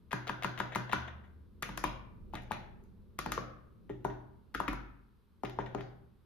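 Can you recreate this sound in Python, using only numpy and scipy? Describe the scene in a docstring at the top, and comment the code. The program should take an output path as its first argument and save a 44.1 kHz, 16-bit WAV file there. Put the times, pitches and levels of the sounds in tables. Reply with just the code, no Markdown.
"""Over a low drone and faint hiss, a cork stamp is dabbed in seven quick clusters on a sheet of paper
lying on a plastic mat on a table. As the cork comes down, the tacky paper crunches and rustles and wet
paint squelches. On landing it ticks, slaps the sheet onto the mat with a short hollow knock and makes
the table thud. The table and the things on it ring on, and a small live room answers.
A microphone pair hangs above, with the paper a little to its left."""
import sys
import numpy as np
from scipy import signal
from scipy.io import wavfile
from scipy.ndimage import uniform_filter1d

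SR = 44100
rng = np.random.default_rng(int(sys.argv[2]) if len(sys.argv) > 2 else 0)


def unload_audio(sound):
    """Save the sound as a 16-bit wav file, at the path given as the first command line argument."""
    columns = np.transpose(np.atleast_2d(sound))
    # keep every value between -1 and 1, then stretch to whole-number steps
    steps = np.round(np.clip(columns, -1, 1) * 32767)
    wavfile.write(sys.argv[1], SR, steps.astype(np.int16))


N = 275625
T = np.arange(SR) / SR  # one second of time for a single sound
BURST_T = T[:2048]  # the shorter time axis of a crackle

# spectra of the background noises: (frequency [Hz], gain [dB])
DRONE_SPECTRUM = [(20, -5), (45, -2.5), (70, 6.5), (100, 2), (140, -7.5), (200, 1.5), (280, -12),
                  (400, -10.5), (600, -24), (1500, -61)]
RUMBLE_SPECTRUM = [(10, -23.5), (30, 14), (45, 6), (70, -6.5), (120, -61)]
HISS_SPECTRUM = [(20, 13.5), (300, 10.5), (600, -5), (950, 8.5), (1350, 6), (1900, -3), (4000, -4),
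                 (7000, -17.5), (13500, -9), (16000, -42.5)]
# slow swell of the room's drone: (time [s], level [dB])
DRONE_LEVEL = [(0, -61), (0.9, -56), (1.45, -58.5), (2.448, -51.5), (2.998, -57), (3.601, -60),
               (3.949, -55.5), (4.399, -60.5), (4.85, -60), (5.271, -69), (5.7, -55.5), (6.25, -65)]
# dull background bumps: (time [s], frequency [Hz], level [dB], T60 [s])
BUMPS = [(0.962, 76, -44, 1.9), (2.198, 29, -48, 3.1), (2.25, 69.8, -47, 1.1)]
# tacky paper crunching as the cork rocks on or peels off: (time [s], snap [dB], tick [dB])
CRUNCHES = [(0.1096, -48, -68.5), (0.1168, -40.5, -58), (0.2702, -44.5, -62), (0.2767, -40.5, -63),
            (0.282, -43, -57.5), (0.4238, -41.5, -61.5), (0.4342, -38, -48), (0.576, -41, -64.5),
            (0.5815, -45.5, -65.5), (0.589, -44.5, -52.5), (0.722, -57, -77.5), (0.749, -34.5, -51.5),
            (0.894, -50, -73.5), (0.9154, -41.5, -64.5), (0.9236, -34, -54), (1.0795, -54, -81),
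            (1.6298, -33, -53), (2.343, -47, -66), (2.353, -40.5, -55.5), (2.421, -72, -67),
            (2.434, -71, -68), (2.5174, -34, -48.5), (2.838, -81.5, -73.5), (4.542, -48, -61),
            (4.5512, -41, -57), (4.689, -58, -70), (4.729, -50, -58), (5.449, -42.5, -59.5),
            (5.4537, -45.5, -74), (5.497, -48.5, -61.5), (5.661, -54.5, -80), (5.808, -45, -69)]
# the cork brushing the paper on its way down or up: (time [s], duration [s], level [dB])
SCUFFS = [(0.112, 0.018, -46), (0.2705, 0.016, -42.5), (0.423, 0.022, -43), (0.578, 0.016, -45),
          (0.721, 0.022, -44.5), (0.8945, 0.0082, -41.5), (1.077, 0.011, -45.5), (1.237, 0.025, -64),
          (2.354, 0.033, -48), (2.524, 0.02, -47), (3.8947, .025, -55.5), (4.099, 0.017, -54),
          (5.451, 0.0089, -46.5), (5.596, 0.024, -47.5), (5.661, 0.016, -49.5), (5.776, 0.025, -52)]
# spectra of the paper and paint noises: (frequency [Hz], gain [dB])
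CRUNCH_SPECTRUM = [(200, -21.5), (700, 2), (1400, 9.5), (2200, 9.5), (3500, 3), (4500, -6.5), (6500, -15.5),
                   (9000, -28), (16000, -34)]
FIZZ_SPECTRUM = [(2000, -24), (5000, 2), (7000, 8.5), (10500, 6.5), (13000, 1.5), (14800, -1),
                 (16500, -30.5)]
SCUFF_SPECTRUM = [(200, -15), (700, 15), (1200, 2.5), (1900, 11.5), (2600, 2.5), (3600, -1.5),
                  (4800, -26.5), (7000, -15.5), (14000, -40)]
SNAP_SPECTRUM = [(200, -30), (700, 5.5), (1500, 6.5), (2800, -4), (3900, -11.5), (5000, -12.5), (6500, -15),
                 (9000, -34), (16000, -39)]
# landings of the cork: (time [s], knock [dB], knock pitch [Hz], hardness as a cut-off [Hz],
# clack pitch [Hz], clack [dB re knock], thud [dB], snap [dB], tick [dB])
DABS = [(0.131, -31.5, 952, 1790, 1620, -5, -41, -47, -49),
        (0.2958, -32.5, 960, 1730, 1530, -8, -44, -43, -56),
        (0.4462, -30.5, 968, 1770, 1500, -7.5, -40, -36, -51),
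        (0.603, -30, 957, 1660, 1490, -8.5, -42.5, -48, -53.5),
        (0.7587, -30, 950, 1680, 1480, -8, -39.5, -34.5, -47),
        (0.932, -26.5, 979, 1910, 1465, -5, -40, -30, -47),
        (1.6248, -40, 1180, 2930, 1650, -2.5, -46.5, -47, -41.5),
        (1.691, -42, 924, 1050, 1130, -13, -46.5, -42.5, -63),
        (1.7759, -42, 1070, 2550, 1280, -15, -49, -35.5, -42.5),
        (1.8407, -28, 981, 1040, 2300, -8.5, -40, -42.5, -44.5),
        (2.336, -39, 860, 756, 910, -8, -46, -59, -65),
        (2.5103, -31.5, 861, 792, 944, -6.5, -44.5, -48.5, -67),
        (3.1892, -39, 1070, 3250, 1314, -19, -46, -38, -40.5),
        (3.261, -36, 880, 1270, 1110, -7, -41, -36.5, -56.5),
        (3.3202, -36, 1250, 3100, 1550, -13, -49, -39.5, -38.5),
        (3.377, -36, 1100, 1100, 505, -6, -42, -36.5, -69),
        (3.898, -48.5, 844, 602, 945, -18.5, -42.5, -67, -72.5),
        (4.049, -29.5, 944, 900, 620, -6.5, -37.5, -55.5, -53),
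        (4.548, -35.5, 1290, 2280, 1560, 1, -43.5, -42, -52.5),
        (4.602, -29.5, 950, 1300, 1300, -9, -42.5, -47, -52),
        (4.68, -35, 1350, 2340, 2290, -8, -42, -51, -64),
        (4.684, -37.5, 970, 1930, 1820, -2, -39.5, -46, -52),
        (4.732, -41, 977, 1032, 1290, -5.5, -45.5, -62.5, -60),
        (5.435, -35.5, 783, 950, 945, -2.5, -40, -45, -60),
        (5.588, -31, 919, 1025, 1190, -19.5, -40, -46.5, -69.5),
        (5.748, -35, 787, 993, 1010, -5, -38.5, -44.5, -65.5)]
# the spot each cluster lands on: (start [s], thud pitch [Hz], pock [dB re thud], boom [dB re thud],
# shudder [dB re thud], smack of an ordinary blow [dB on the scale of SHEET_MODES],
# squelch duration [s], squelch [dB re tick], grip duration [s], grip [dB re knock])
SPOTS = [(0.1, 164.8, -3, 3, -28, -12, 0.011, -1.5, 0.0052, -7),
         (1.6, 226, -10.5, -3, -1.5, -9, 0.0069, -1, 0.0033, -5.5),
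         (2.3, 212.6, -10, 0.5, -35, -15, 0.0086, -8, 0.012, -26),
         (3.15, 229.4, -8, -4, 0, -11.5, 0.0076, -4.5, 0.0061, -14.5),
         (3.85, 400, -2, 0, -8.5, -5, 0.013, -6.5, 0.0045, -22),
         (4.5, 280.7, -5.5, -5.5, 1.5, -11, 0.0093, -2, 0.0067, -17.5),
         (5.4, 399.5, -6.5, -0.5, -8.5, -18.5, 0.0087, -10, 0.0023, -22)]
# paper slapping the mat: (frequency [multiple of knock pitch], relative level [dB], ordinary T60 [s])
SHEET_MODES = [(.78, -30, 0.0083), (1.0, 6, 0.022), (1.14, -12.5, 0.0052), (1.599, -3, 0.02),
               (1.9, -10, 0.0077), (2.5, -34, 0.028), (3.3, -34, 0.017)]
# modes of the table and of the mat: (frequency [Hz], relative level [dB], T60 [s])
TABLE_MODES = [(158.2, 1.5, 0.06), (189.4, -1.5, 0.08), (239.5, 2, 0.035), (301.1, -6.5, 0.2),
               (373, 3, 0.046), (480, 0.5, 0.028), (626, -18.5, 0.031), (740, -7.5, 0.038)]
MAT_MODES = [(392, -4.5, 0.087), (528, -5.5, 0.02)]
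# the table's long low ring and its slow shudder: (frequency [Hz], T60 [s], rise [s])
BOOM_MODE = (123.3, 0.85, 0.014)
SHUDDER_MODE = (47, 0.86, 0.0093)
# direct sound at the right microphone: (frequency [Hz], gain [dB])
RIGHT_RESPONSE = [(100, -1), (400, 1.5), (800, -8.5), (1500, -8), (2800, -8.5), (5000, -4.5), (14000, 0)]
# reflections from nearby surfaces: (delay [s], left gain [ratio], right gain [ratio])
ECHOES = [(.0024, 0.2, -0.13), (.0041, 0.15, -0.13), (.0068, 0.3, 0.6), (.0092, 0.35, 0.25),
          (0.0098, .16, -0.024), (0.0181, -0.21, 0.017)]
# reverberation time of the room: (frequency [Hz], T60 [s])
ROOM_T60 = [(100, 0.75), (300, 0.68), (600, .58), (1200, 0.73), (2500, 0.52), (3800, .44), (5500, 0.39),
            (8000, 0.28), (14000, 0.32)]
# spectrum of the reverberation: (frequency [Hz], gain [dB])
ROOM_SPECTRUM = [(60, 0), (170, -3), (350, -2), (600, 3.5), (900, -13.5), (1400, -3.5), (2500, -5.5),
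                 (4000, 0.5), (6500, 0), (8500, -29.5), (10000, -6.5), (13500, -8.5), (15500, -11)]
# resonances of things standing on the table: (frequency [Hz], relative gain [dB])
OBJECT_MODES = [(398, -9), (568, -6), (764, -4), (1146, -5), (1233, -1), (1377, -3.5), (1473, -4),
                (1559, -5), (1857, -3), (2251, -3.5), (2434, -3)]
# hollow rings left by a few dabs: (time [s], centre frequency [Hz], initial level [dB])
HOLLOW_RINGS = [(1.845, 1130, -47), (1.845, 2360, -55.5), (3.383, 1230, -48), (4.688, 1280, -53),
                (4.688, 2500, -59)]


def gain_of(db):
    """Amplitude ratio of a level in decibels."""
    return 10 ** (np.asarray(db) / 20)


def curve_at(points, hz):
    """Interpolation of (frequency, value) points on a logarithmic frequency axis."""
    f, value = np.transpose(points)
    return np.interp(np.log(hz + 1), np.log(f + 1), value)


def levelled(x, db, span):
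    """Normalisation to a given rms level over the first span seconds."""
    return x * gain_of(db) / np.sqrt(np.mean(x[..., :int(span * SR)] ** 2) + 1e-20)


def add(mix, s, sound):
    """Superposition of a sound on the mix at time s."""
    part = mix[max(round(s * SR), 0):][:len(sound)]
    part += sound[:len(part)]


def colour(x, points, size=4096):
    """Minimum-phase filtering by a (frequency, gain) curve."""
    log_gain = np.log(gain_of(curve_at(points, abs(np.fft.fftfreq(size, 1 / SR)))))
    response = np.exp(np.conj(signal.hilbert(log_gain)))
    taps = np.fft.ifft(response).real[:size // 2]
    return signal.oaconvolve(x, taps)[:len(x)]


def ring(hz, db, t60, phase=0):
    """Free vibration of a damped mode, falling 60 dB in t60 seconds."""
    return gain_of(db - 60 * T / t60) * np.sin(2 * np.pi * hz * T + phase)


def swell(db, hz, t60, rise=0.0095):
    """Gradual build-up and free decay of a low mode, faded out by one second."""
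    return ring(hz, db, t60) * (1 - np.exp(-T / rise)) * np.minimum(1, 10 * (1 - T))


def crackle(decay, clump=0.78, clump_samples=40):
    """Random amplitude modulation groups dying fibre clicks into clumps about a millisecond long."""
    clicks, sizes = rng.standard_normal((2, len(BURST_T)))
    clumps = np.tanh(uniform_filter1d(sizes, clump_samples) * np.sqrt(clump_samples))
    return clicks * np.exp(clump * clumps - BURST_T / decay)


def spot_at(s):
    """The point of excitation at time s, as a row of SPOTS."""
    return [row for row in SPOTS if row[0] <= s][-1]


def background(side_gain=0.63, rumble_re_drone_db=-15.5, hiss_db=-77.5):
    """Partly coherent noise at two microphones: swelling drone and rumble, steady hiss, a few bumps."""
    def noise_pair(spectrum):
        mid, side = (colour(noise, spectrum, size=16384) for noise in rng.standard_normal((2, N)))
        return levelled(np.array([mid + side_gain * side, mid - side_gain * side]), 0, N / SR)
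    envelope = gain_of(np.interp(np.arange(N) / SR, *np.transpose(DRONE_LEVEL)))
    drone = noise_pair(DRONE_SPECTRUM) + noise_pair(RUMBLE_SPECTRUM) * gain_of(rumble_re_drone_db)
    bumps = np.zeros(N)
    for s, hz, db, t60 in BUMPS:
        add(bumps, s, swell(db, hz, t60))
    return drone * envelope + bumps + noise_pair(HISS_SPECTRUM) * gain_of(hiss_db)


def snap(snap_db, tick_db, spectrum, snap_decay, tick_decay):
    """A brief transient is broadband: the paper gives a midrange crack with a fine tick on top."""
    crack = colour(crackle(snap_decay) * np.sqrt(BURST_T), spectrum)
    tick = colour(crackle(tick_decay) * np.sqrt(BURST_T), FIZZ_SPECTRUM)
    return levelled(crack, snap_db, .005) + levelled(tick, tick_db, .005)


def scuff(length, db):
    """Friction of cork on paper makes a brief dull rustle of sticky grains."""
    grains = crackle(2 * length, clump=0.7) / (1 + (BURST_T / length) ** 8)
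    return levelled(colour(grains, SCUFF_SPECTRUM), db, length)


def grip(length, db):
    """Adhesion of tacky cork to paper makes a crackle that grows until the landing."""
    grains = crackle(decay=0.84) * BURST_T * (BURST_T < length)
    return levelled(colour(grains, CRUNCH_SPECTRUM), db, length)


def squelch(length, db):
    """Squeeze flow of wet paint makes a fine crackle that swells and dies."""
    arch = np.sin(np.pi * np.minimum(BURST_T / length, 1)) ** 3
    return levelled(colour(crackle(np.inf, clump=1.7) * arch, FIZZ_SPECTRUM), db, length)


def paper(squelch_lead=0.46):
    """Contact noise: grip, squelch and snap at each landing, with scuffs and crunches in between."""
    out = np.zeros(N)
    for s, knock_db, *_, snap_db, tick_db in DABS:
        *_, squelch_s, squelch_db, grip_s, grip_db = spot_at(s)
        add(out, s - grip_s, grip(grip_s, knock_db + grip_db))
        add(out, s, snap(snap_db, tick_db, SNAP_SPECTRUM, snap_decay=0.0014, tick_decay=0.001))
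        add(out, s - squelch_lead * squelch_s, squelch(squelch_s, tick_db + squelch_db))
    for s, length, db in SCUFFS:
        add(out, s, scuff(length, db))
    for s, snap_db, tick_db in CRUNCHES:
        add(out, s, snap(snap_db, tick_db, CRUNCH_SPECTRUM, snap_decay=0.0011, tick_decay=0.0014))
    return out


def knock(db, hz, hard_hz, clack_hz, clack_db, smack_db, ordinary_hz=1350, clack_cycles=12):
    """Impact of sheet on mat: a harder blow rises faster, excites higher modes and chokes their ring."""
    hardness = hard_hz / ordinary_hz
    stretches = 1 + 0.12 * rng.standard_normal(len(SHEET_MODES))
    sheet = sum((-1) ** n * ring(hz * ratio ** stretches[n], level, t60 / hardness ** 0.45)
                for n, (ratio, level, t60) in enumerate(SHEET_MODES))
    # sticky paint adds a broad smack, 7 dB stronger per doubling of hardness
    smack = colour(crackle(decay=.004, clump=.4),
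                   [(200, -20), (500, -10), (800, 0), (1500, 0), (3500, -2), (6000, -12)])
    add(sheet, 0, levelled(smack, smack_db + 7 * np.log2(hardness), .005))
    softened = signal.sosfilt(signal.butter(2, hard_hz, fs=SR, output="sos"), sheet)
    clack = ring(clack_hz, 0, clack_cycles / clack_hz)  # cork is heavily damped
    sound = levelled(softened, 0, .02) + levelled(clack, clack_db, .02)
    attack_s = .00018 / hardness ** 2
    return levelled(sound * (1 - np.exp(-T / attack_s)), db, .02)


def thud(db, hz, scatter_db=5, db_per_octave=-4, rise_cycles=0.542):
    """Modal response of the table: each spot favours one pitch and excites modes far from it less."""
    scatter = scatter_db * rng.standard_normal(len(TABLE_MODES))
    modes = [(hz, 2, 0.082)]  # the spot's own mode
    for (f, level, t60), extra_db in zip(TABLE_MODES, scatter):
        modes.append((f, level + extra_db + db_per_octave * abs(np.log2(f / hz)), t60))
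    # the build-up is counted in cycles, so the lowest modes come last
    sound = sum((-1) ** n * ring(f, level, t60) * (1 - np.exp(-T * f / rise_cycles))
                for n, (f, level, t60) in enumerate(modes))
    return levelled(sound, db, .025)


def impacts():
    """Impulsive excitation: every dab sets off the sheet's knock and the table's thud together."""
    out = np.zeros(N)
    for s, knock_db, hz, hard_hz, clack_hz, clack_db, thud_db, _, _ in DABS:
        _, thud_hz, _, _, _, smack_db, *_ = spot_at(s)
        add(out, s, knock(knock_db, hz, hard_hz, clack_hz, clack_db, smack_db) + thud(thud_db, thud_hz))
    return out


def mat_pocks(rise_s=.002):
    """Damped vibration of the mat, which gives under each dab with a short dull note."""
    pock = sum(ring(*mode) for mode in MAT_MODES) * (1 - np.exp(-T / rise_s))
    out = np.zeros(N)
    for s, *_, thud_db, _, _ in DABS:
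        _, _, pock_db, *_ = spot_at(s)
        add(out, s, levelled(pock, thud_db + pock_db, .025))
    return out


def table_sway():
    """The lowest modes of the whole table boom and shudder after each dab, as far as the spot allows."""
    out = np.zeros(N)
    for s, *_, thud_db, _, _ in DABS:
        _, _, _, boom_db, shudder_db, *_ = spot_at(s)
        add(out, s, swell(thud_db + boom_db, *BOOM_MODE) + swell(thud_db + shudder_db, *SHUDDER_MODE))
    return out


def direct_and_echoes(x):
    """Path difference: sound reaches the left first and stronger; nearby surfaces add dull echoes."""
    left, right = x.copy(), np.zeros(N)
    add(right, 3 / SR, colour(x, RIGHT_RESPONSE))
    dulled = colour(x, [(2000, -13.0), (5000, -27.5), (12000, -20.5)])
    for delay, left_gain, right_gain in ECHOES:
        add(left, delay, left_gain * dulled)
        add(right, delay, right_gain * dulled)
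    return np.array([left, right])


def room(x, build_s=0.00053, common_gain=0.28):
    """Reverberation: a diffuse field builds quickly and each band decays at its own rate."""
    common, *separate = rng.standard_normal((3, SR))
    hz, t, bands = signal.stft(np.array(separate) + common_gain * common, SR, nperseg=256)
    t60 = curve_at(ROOM_T60, hz)[:, None]
    bands = bands * gain_of(curve_at(ROOM_SPECTRUM, hz)[:, None] - 60 * t / t60) / np.sqrt(t60)
    tail = signal.istft(bands, SR, nperseg=256)[1][:, :SR]
    tail *= 1 - np.exp(-(T / build_s) ** 2)
    return signal.fftconvolve(x[None], tail * np.sqrt(np.log(1e6) / SR), axes=1)[:, :N]


def ringing_objects(x, boost_db=7.5, t60=0.19):
    """Sympathetic resonance of things on the table, reaching each microphone with its own phase."""
    phases = rng.uniform(0, 2 * np.pi, (len(OBJECT_MODES), 2, 1))
    rings = sum(ring(hz, db + boost_db, t60, phase) for (hz, db), phase in zip(OBJECT_MODES, phases))
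    resonant_gain = t60 * SR / (2 * np.log(1000))
    return signal.fftconvolve(x[None], rings / resonant_gain, axes=1)[:, :N]


def hollow_rings(width_hz=190, t60=0.7):
    """Decaying narrow-band noise, different at each microphone, hangs on as a ring after a few dabs."""
    out = np.zeros((2, N))
    for s, hz, db in HOLLOW_RINGS:
        band = signal.butter(2, [hz - width_hz / 2, hz + width_hz / 2], "bandpass", fs=SR, output="sos")
        for channel in out:
            wash = levelled(signal.sosfilt(band, rng.standard_normal(SR)), db, 1)
            add(channel, s, wash * gain_of(-60 * T / t60))
    return out


def scene(directions=2, mat_room_db=-8, tail_right_db=-1.5, sway_right_db=-2):
    """Superposition of the stamping, its reverberation, the table's low ring and the background."""
    pocks = mat_pocks()
    source = impacts() + paper() + pocks
    # the sheet sends a different wave in each direction, and each finds its own way round the room
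    reverb = sum(room(impacts() + paper() + gain_of(mat_room_db) * pocks) for _ in range(directions))
    tail = reverb / np.sqrt(directions) + ringing_objects(source) + hollow_rings()
    tail *= gain_of([[0], [tail_right_db]])
    sway = table_sway() * gain_of([[0], [sway_right_db]])
    return direct_and_echoes(source) + tail + sway + background()


def record(dry, edge_hz=16200):
    """Band limiting by a linear-phase low-pass filter."""
    taps = signal.firwin(511, edge_hz, window=("kaiser", 9), fs=SR)
    return signal.oaconvolve(dry, taps[None], "same")


dry = scene()
out = record(dry)
unload_audio(out)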